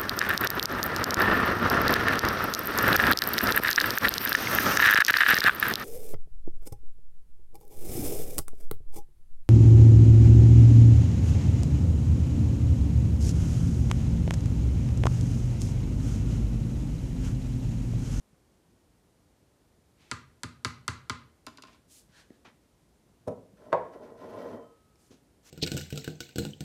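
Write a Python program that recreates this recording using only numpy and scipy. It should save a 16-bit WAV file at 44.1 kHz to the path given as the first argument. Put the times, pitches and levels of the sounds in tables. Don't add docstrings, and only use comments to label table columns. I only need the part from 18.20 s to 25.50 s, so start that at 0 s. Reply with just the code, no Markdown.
import sys
import numpy as np
from scipy import signal
from scipy.fft import rfft, irfft
from scipy.io import wavfile

SR = 44100
rng = np.random.default_rng(int(sys.argv[2]) if len(sys.argv) > 2 else 0)


def boost_factor(decibels):
    exponent = np.asarray(decibels, float) / 20
    return 10 ** exponent


def transcribe(u):
    v = np.clip(np.atleast_2d(u).T, -1, 1)
    q = np.round(v * 32767).astype(np.int16)
    wavfile.write(sys.argv[1], SR, q)


N = 321930

# (frequency [Hz], level [dB], t60 [s])
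STOVE_MODES = [(84, -9, 0.14), (120.6, -3.5, 0.093), (167, -22, 0.22), (243.2, -10, 0.095),
               (339.4, -12, 0.046), (458.6, -25, 0.13), (590, -28, 0.05)]
VIEWS = [
    [1.9],
    [2.3],
    [2.7],
    [.7],
    [1.3],
    [.4],
    [2.9],
]


def at_hz(points, hz):
    table_hz, value = np.array(points).T
    return np.interp(np.log(hz), np.log(table_hz), value)


def rms_one(x):
    return x / np.sqrt(np.mean(x ** 2) + 1e-20)


def coloured(x, db_at):
    hz = np.maximum(np.fft.rfftfreq(len(x), 1 / SR), 10)
    return rms_one(irfft(rfft(x) * boost_factor(db_at(hz)), len(x)))


def grains(per_s, spread_db, size=N):
    height_db = spread_db * np.minimum(rng.exponential(1, size), 5)
    height = boost_factor(height_db) * rng.choice([-1, 1], size)
    return rms_one(height * (rng.random(size) < per_s / SR))


def ring(x, hz, t60):
    r = boost_factor(-60 / (t60 * SR))
    w = 2 * np.pi * hz / SR
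    return signal.lfilter([0, np.sin(w)], [1, -2 * r * np.cos(w), r * r], x + 1e-18)


def crowd(spectrum, low_hz, t60, damping, count):
    hz = np.geomspace(low_hz, 15500, count) * rng.uniform(.97, 1.03, count)
    level_db = at_hz(spectrum, hz) + 10 * np.log10(hz / 1000)
    return np.transpose([hz, level_db, t60 * (hz / 1000) ** -damping])


def add(out, s, level_db, modes, swell_cycles):
    onset_delay_s, vary_db = .0008, 1.5
    scatter_rad = .7
    hz, mode_db, t60 = np.array(modes, float).T[:, :, None]
    t = np.arange(int(1.2 * np.clip(t60.max(), .01, .5) * SR)) / SR
    swell = (1 - np.exp(-t * hz / max(swell_cycles, .01))) ** 2
    mode_db = mode_db + vary_db * rng.standard_normal(hz.shape)
    strength = swell * boost_factor(level_db + mode_db - 60 * t / t60)
    phase = np.multiply(VIEWS, np.arange(len(hz)) ** 2) + scatter_rad * rng.standard_normal(len(hz))
    turn = 2 * np.pi * hz * t
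    sound = np.cos(phase) @ (strength * np.sin(turn)) + np.sin(phase) @ (strength * np.cos(turn))
    i = round((s + onset_delay_s) * SR)
    out[:, i:i + len(t)] += sound[:, :N - i]


def stroke_db(start, swell, steady, top_db, fade_db_per_s):
    t = np.arange(N) / SR - start
    rise_db = -17 * np.clip(1 - t / max(swell, .002), 0, 1)
    fade_db = fade_db_per_s * np.maximum(t - swell - steady, 0)
    return np.where(t < 0, -200, top_db + rise_db - fade_db)


def hush():
    # (frequency [Hz], level [dB per Hz])
    hush_spectrum = [(16, -41.5), (49, -1.5), (330, -8.5), (1200, -22.5), (2670, -28), (9740, -30.5),
                     (14300, -37), (16000, -53.5)]
    return boost_factor(-65.5) * coloured(rng.standard_normal(N), lambda hz: at_hz(hush_spectrum, hz))


def kitchen(toward_walls):
    # (frequency [Hz], t60 [s])
    room_t60 = [(100, 0.69), (400, 0.52), (1200, 0.39), (3000, 0.42), (7000, 0.26), (14000, 0.23)]
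    t = np.arange(SR // 2) / SR
    white = rng.standard_normal((2, len(toward_walls), len(t)))
    tail = 0
    edges_hz = 50 * 2 ** np.arange(0, 8.6, .5)
    for k, (low, high) in enumerate(zip(edges_hz, edges_hz[1:])):
        sos = signal.butter(2, [low, high], "band", fs=SR, output="sos")
        band = signal.sosfilt(sos, white[k % 2])
        tail = tail + band * boost_factor(-60 * t / at_hz(room_t60, np.sqrt(low * high)))
    tail = tail * (1 - np.exp(-t / 0.0026))
    return signal.fftconvolve(toward_walls, tail, axes=1)[:, :N].sum(axis=0) / np.sqrt(SR / 13)


def rubs():
    # (start [s], swell [s], steady [s], level [dB], centre [Hz])
    spoon_scrapes = [
        (1.769, 0.038, .115, -65.5, 2620),
        (3.459, 0.011, 0.078, -65, 2500),
    ]
    sleeve_brushes = [
        (3.68, 0.035, 0.075, -58, 7900),
        (6.77, 0.028, 0.079, -71, 7700),
    ]
    palm_rubs = [
        (3.889, 0.083, 0.042, -59, 3550),
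        (4.09, 0.017, 0.051, -73.5, 3550),
    ]
    hand_pats = [
        (4.247, 0.0058, .002, -50.5, 1360),
        (6.901, 0.01, .02, -63, 3000),
        (7.23, 0.033, .05, -58, 4800),
    ]
    # (below [octaves], above [octaves], resonance [Hz], resonance [dB])
    rub_colour = [
        (10, 1, 2300, 3.5),
        (1.24, 0.53, 7400, 0.2),
        (4.2, .86, 1630, 9),
        (5, 1, 6200, 4.5),
    ]
    out = np.zeros(N)
    gestures = spoon_scrapes, sleeve_brushes, palm_rubs, hand_pats
    for rows, (below, above, peak_hz, peak_db) in zip(gestures, rub_colour):
        for s, swell, steady, level_db, centre_hz in rows:
            def hump_db(hz):
                width = np.where(hz < centre_hz, below, above)
                resonance = np.exp(-(np.log2(hz / peak_hz) / 0.22) ** 2)
                return -4.3 * (np.log2(hz / centre_hz) / width) ** 2 + peak_db * resonance

            friction = grains(per_s=9100, spread_db=1.5, size=SR // 2)
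            span = slice(int(s * SR), int(s * SR) + SR // 2)
            gain = boost_factor(stroke_db(s, swell, steady, level_db, fade_db_per_s=268)[span])
            out[span] += gain * coloured(friction, hump_db)[:len(gain)]
    return out


def bumps():
    # (time [s], level [dB], frequency [Hz], t60 [s])
    soft_blows = [(0.127, -49.5, 148, 0.057), (3.891, -45.5, 157, 0.033), (4.103, -33, 239, 0.034),
                  (4.103, -56, 1930, .015), (4.117, -52, 300, 0.098), (4.254, -45.5, 300, 0.023),
                  (4.275, -44, 246, 0.034), (5.332, -44, 183, 0.073), (6.757, -60, 2300, 0.012),
                  (6.756, -57, 5300, 0.01), (6.905, -41.5, 243, 0.044), (6.909, -45, 91, 0.093),
                  (6.914, -37, 451, 0.014), (6.927, -44.5, 300, .04), (6.94, -45, 242, 0.036)]
    out = np.zeros((len(VIEWS), N))
    for s, peak_db, hz, t60 in soft_blows:
        modes = [(hz * ratio, -2 - 14 * np.log2(ratio), t60 * ratio ** -.3) for ratio in (1, 1.6, 2.3, 2.8)]
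        add(out, s, peak_db, modes, swell_cycles=0.2)
    return out


def weak_pan_modes():
    # (frequency [Hz], level [dB])
    pan_envelope = [(300, -4.5), (700, -19), (1000, -9), (1350, -1.5), (2100, -11.5), (3000, -13.5),
                    (7000, -17.5), (15500, -55.5)]
    return crowd(pan_envelope, low_hz=347.1, t60=0.029, damping=0.12, count=150)


def rattle(weak):
    # (time [s], clink [dB], knock delay [s], knock [dB])
    rocks = [
        (3.265, -32.5, .003, -38.5),
        (3.372, -41, .0105, -46.5),
        (3.4218, -37, .013, -47),
        (3.471, -48.5, 0.01, -53),
        (3.53, -52, .014, -59),
    ]
    # (frequency [Hz], level [dB], t60 [s])
    spoon_modes = [(2780, -6, 0.009), (4910, -8, 0.032), (7000, 0.5, 0.0081), (8700, -5, .008),
                   (10550, -7, 0.011), (11300, -10, 0.0096), (13100, -11, 0.0073), (14400, -23, 0.0055)]
    # (frequency [Hz], level [dB], t60 [s])
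    enamel_modes = [(232, -7.5, 0.16), (280, 7.5, 0.038), (419, -9.5, 0.057), (635, 0, 0.034),
                    (796, -13, 0.032), (1060, 6.5, 0.032), (1120, -14, 0.026), (1355, -2, 0.039),
                    (1463, -1, 0.036), (1950, -24.5, 0.042)]
    chatter_s, chatter_db = .009, -8
    handle_clink_db, stove_shake_db = -3.5, -5
    handle_tilt_db = 12
    soft_tilt_db = .55
    clink_hz = 4640
    out = np.zeros((len(VIEWS), N))
    high = weak[:, 0] > 2000
    steel = np.vstack([spoon_modes, weak[high] - [0, 5.5, 0]])
    enamel = np.vstack([enamel_modes, weak[~high] - [0, 8, 0]])
    for s, clink_db, lag, knock_db in rocks:
        handle = s + lag + np.cumsum([0, *chatter_s * rng.uniform(.6, 1.8, size=2)])
        for k, at in enumerate([s, *handle]):
            db = clink_db + (k > 0) * handle_clink_db + max(k - 1, 0) * chatter_db
            tilt_db = (k > 0) * handle_tilt_db + soft_tilt_db * (rocks[0][1] - db)
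            touch = steel.copy()
            touch[:, 1] -= tilt_db * np.maximum(np.log2(touch[:, 0] / clink_hz), 0)
            add(out, at, db - 6, touch, swell_cycles=0.97)
        for k, at in enumerate(handle):
            add(out, at, knock_db - 1.0 + k * chatter_db, enamel, swell_cycles=0.84)
        add(out, s + lag, knock_db + stove_shake_db, STOVE_MODES, swell_cycles=0.38)
    return out


def spoon(weak):
    # (time [s], peak [dB], tick [dB], rebound re peak [dB], stove thump [dB])
    raps = [
        (1.913, -17.5, -15.5, -5, -23.5),
        (2.233, -22.5, -16.5, -3.5, -22),
        (2.447, -15, -11, -4, -19.5),
        (2.679, -17.5, -10, 0, -21),
        (2.896, -17.5, -17, -0.5, -21.5),
    ]
    # (frequency [Hz], level [dB], t60 [s])
    tick_modes = [(4570, -2.5, 0.003), (6010, -4, 0.0023), (7760, 1, 0.0015), (10180, -9.5, 0.0014),
                  (13420, -43.5, 0.003)]
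    # (frequency [Hz], level [dB], t60 [s])
    pan_modes = [(330, -21, 0.0083), (1057, 5, 0.037), (1250, 11, 0.038), (1326, 8, 0.039),
                 (1740, -23, .025), (2032, 6, .03), (2270, -2, 0.012), (2640, -42, 0.012),
                 (3900, -6, 0.0067), (4700, -30, 0.018), (5600, -27, 0.019)]
    longest_ring_s, rebound_s, thump_s = .018, 0.0049, 0.00402
    out = np.zeros((len(VIEWS), N))
    strong = [(hz, db, min(t60, longest_ring_s)) for hz, db, t60 in pan_modes]
    for s, peak_db, tick_db, rebound_db, thump_db in raps:
        add(out, s, tick_db, tick_modes, swell_cycles=0.66)
        first = s, peak_db, 16000
        rebound = s + rebound_s, peak_db + rebound_db, 4500
        for at, blow_db, top_hz in (first, rebound):
            add(out, at, blow_db - 14.0, strong, swell_cycles=1.0)
            add(out, at, blow_db - 17.0, weak[weak[:, 0] < top_hz], swell_cycles=0.85)
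        add(out, s + thump_s, thump_db, STOVE_MODES, swell_cycles=0.74)
    return out


def landing():
    # (time [s], thud [dB], clack [dB], bounce gap [s])
    landings = [
        (5.074, -27, -47, .018),
        (5.5272, -17, -21, .0075),
    ]
    # (time [s], thud [dB], clack [dB])
    nudges = [
        (5.0793, -31, -42.5),
        (5.435, -57, -65),
        (5.811, -47, -64),
    ]
    # (frequency [Hz], level [dB], t60 [s])
    edge_modes = [(97.2, -9.5, 0.14), (118.3, 0.5, 0.039), (199, -12, 0.34), (269, -5, 0.66),
                  (361, -13, 0.058), (457, 2, 0.073), (531, -2, 0.055), (630, -3.5, 0.089),
                  (690, -12, 0.12), (804, -6, 0.036), (1000, -7, 0.042), (1430, -35.5, 0.044)]
    flat_modes = [(101, -20.5, 0.23), (169, -18, 0.1), (262, -27.5, 0.051), (357, -8.5, 0.08),
                  (459, -1.5, 0.1), (515.6, -1.5, 0.18), (594, 4.5, 0.076), (714, -9.5, 0.1),
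                  (758, -5.5, .05), (845, -5, 0.17), (944, -2, 0.044), (1022, 3, 0.12), (1180, -17, 0.025),
                  (1318, -11, 0.028)]
    # (frequency [Hz], level [dB])
    edge_clack = [(1200, 5.5), (2160, -14.5), (4070, -17), (4670, -24), (5610, -13.5), (7410, -20.5),
                  (9780, -15), (15500, -38)]
    flat_clack = [(1200, -2), (1700, -1.5), (2430, -17), (2900, -26.5), (3850, -22), (5670, -32),
                  (10700, -41), (15500, -60)]
    panel_split, panel_db = .05, -3
    ring_cycles = 40
    brush_s, brush_db, brush_clack_db = .0065, -43, -21
    bounce_db, bounce_loss_db, bounce_clack_db, quickens = -6, -1.9, -26.5, .86
    out = np.zeros((len(VIEWS), N))
    contacts = zip(landings, (nudges, []), (edge_modes, flat_modes), (edge_clack, flat_clack))
    for (s, thud, clack, gap), extra, modes, colour in contacts:
        glaze = crowd(colour, low_hz=1211, t60=0.048, damping=0.22, count=90)
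        board = []
        for hz, db, t60 in modes:
            for side in (-1, 0, 1):
                panel_hz = hz * (1 + side * panel_split * rng.uniform(.5, 1.5))
                board.append((panel_hz, db - 3.5 + abs(side) * panel_db, min(t60, ring_cycles / hz)))
        hits = [(s - brush_s, brush_db, clack + brush_clack_db), (s, thud, clack), *extra]
        for k in range(3):
            at = s + gap * np.sum(quickens ** np.arange(k + 1))
            db = thud + bounce_db + bounce_loss_db * k
            hits.append((at, db, db + bounce_clack_db))
        for at, thud_db, clack_db in hits:
            add(out, at, thud_db, board, swell_cycles=0.42)
            add(out, at, clack_db - 13.5, glaze, swell_cycles=0.24)
    return out


def speed_db():
    # (start [s], speeding up [s], steady [s], top speed [dB], slowing [dB/s])
    pushes = [
        (5.358, 0.013, 0.14, -13.5, 408),
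        (5.58, 0.029, 0.076, -13, 304),
        (5.70, 0.032, .025, -5, 250),
        (5.79, 0.04, 0.033, -6.5, 152),
        (5.94, 0.066, 0.067, -3, 200),
        (6.02, 0.09, .225, -0.5, 191),
    ]
    stumble_db, stumbles_per_s = 2.2, 50
    knots = int(N / SR * stumbles_per_s) + 2
    at_knot = np.arange(N) / SR * stumbles_per_s
    stumble = np.interp(at_knot, np.arange(knots), rng.standard_normal(knots))
    return np.max([stroke_db(*push) for push in pushes], axis=0) + stumble_db * stumble


def slide():
    # (frequency [Hz], width [Hz], level [dB])
    board_bands = [(101.3, 14, -13), (242, 59, -6), (300, 33, -6), (377, 58, -6), (463.7, 24, -1.5),
                   (552, 24, -7.5), (610, 11, -4.5), (669, 67, -7.5), (854, 96, -12), (1022, 53, -9),
                   (1410, 240, -19), (1924, 90, -23), (2290, 23, -33)]
    # (frequency [Hz], level [dB per Hz])
    grit_spectrum = [(900, -29), (1300, 1.5), (2400, -11), (4000, -14), (6100, -17), (7000, -22),
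                     (10000, -28.5), (15000, -41)]
    # (frequency [Hz], level [dB], t60 [s])
    bowl_modes = [(3140, -6, .5), (6150, -11, .05), (7580, -14, .15), (10300, -2.5, .12),
                  (11900, -12.5, .1), (12200, -0.5, .12), (13200, -18, 0.088), (14480, -4.5, .1)]
    # (frequency [Hz], level [dB], t60 [s])
    free_modes = [(1276, -63, 1.5), (1556, -73, .25), (3085, -72, .45)]
    let_go_s, board_lag_s = 6.41, .04
    speed = speed_db()
    rumble = boost_factor(-39.5 + 0.95 * speed)
    grit = boost_factor(-59.5 + 1.05 * speed)
    chime = boost_factor(-71 + 1.3 * speed)
    keep = np.exp(-1 / (board_lag_s * SR))
    rumble = signal.lfilter([1 - keep], [1, -keep], rumble)
    slips = grains(per_s=900, spread_db=2)
    dust = grains(per_s=2800, spread_db=-1.0)
    board = np.zeros(N)
    for k, (hz, width, db) in enumerate(board_bands):
        board += boost_factor(db) * np.sqrt(width) * ring(slips, hz, 2.8 / width) * (-1) ** k
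    board = signal.sosfilt(signal.butter(2, 80, "high", fs=SR, output="sos"), board)
    hiss = grit * coloured(dust, lambda hz: at_hz(grit_spectrum, hz))
    wall, foot = boost_factor(-3.5) * grit * dust, chime * dust
    bowl = np.zeros(N)
    for hz, db, t60 in bowl_modes:
        drive = wall if hz < 7000 else foot
        bowl += boost_factor(db - 7.5) * ring(drive, hz, t60) / np.sqrt(t60 * SR / 28)
    free = np.zeros((len(VIEWS), N))
    add(free, let_go_s, 0, free_modes, swell_cycles=15)
    return rumble * rms_one(board) + hiss + bowl + free[0]


def scene():
    weak = weak_pan_modes()
    blows = spoon(weak), rattle(weak), landing(), bumps()
    near = sum(blows)[0] + slide() + rubs()
    wet_db = -11, -11, -10.5, -12
    room = kitchen(sum(boost_factor(db) * blow[1:] for db, blow in zip(wet_db, blows)))
    cut = signal.butter(2, 55, "high", fs=SR, output="sos")
    return (signal.sosfilt(cut, near + room) + hush())[None]


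def top_cut(x):
    return signal.sosfilt(signal.butter(12, 16530, fs=SR, output="sos"), x)


def record(dry):
    rounded = .3 * np.tanh(dry / .3)
    no_dc = signal.sosfilt(signal.butter(1, 15, "high", fs=SR, output="sos"), rounded)
    mix = signal.sosfilt(signal.cheby2(10, 40, 16200, fs=SR, output="sos"), no_dc)
    return top_cut(mix)


dry = scene()
out = record(dry)
transcribe(out)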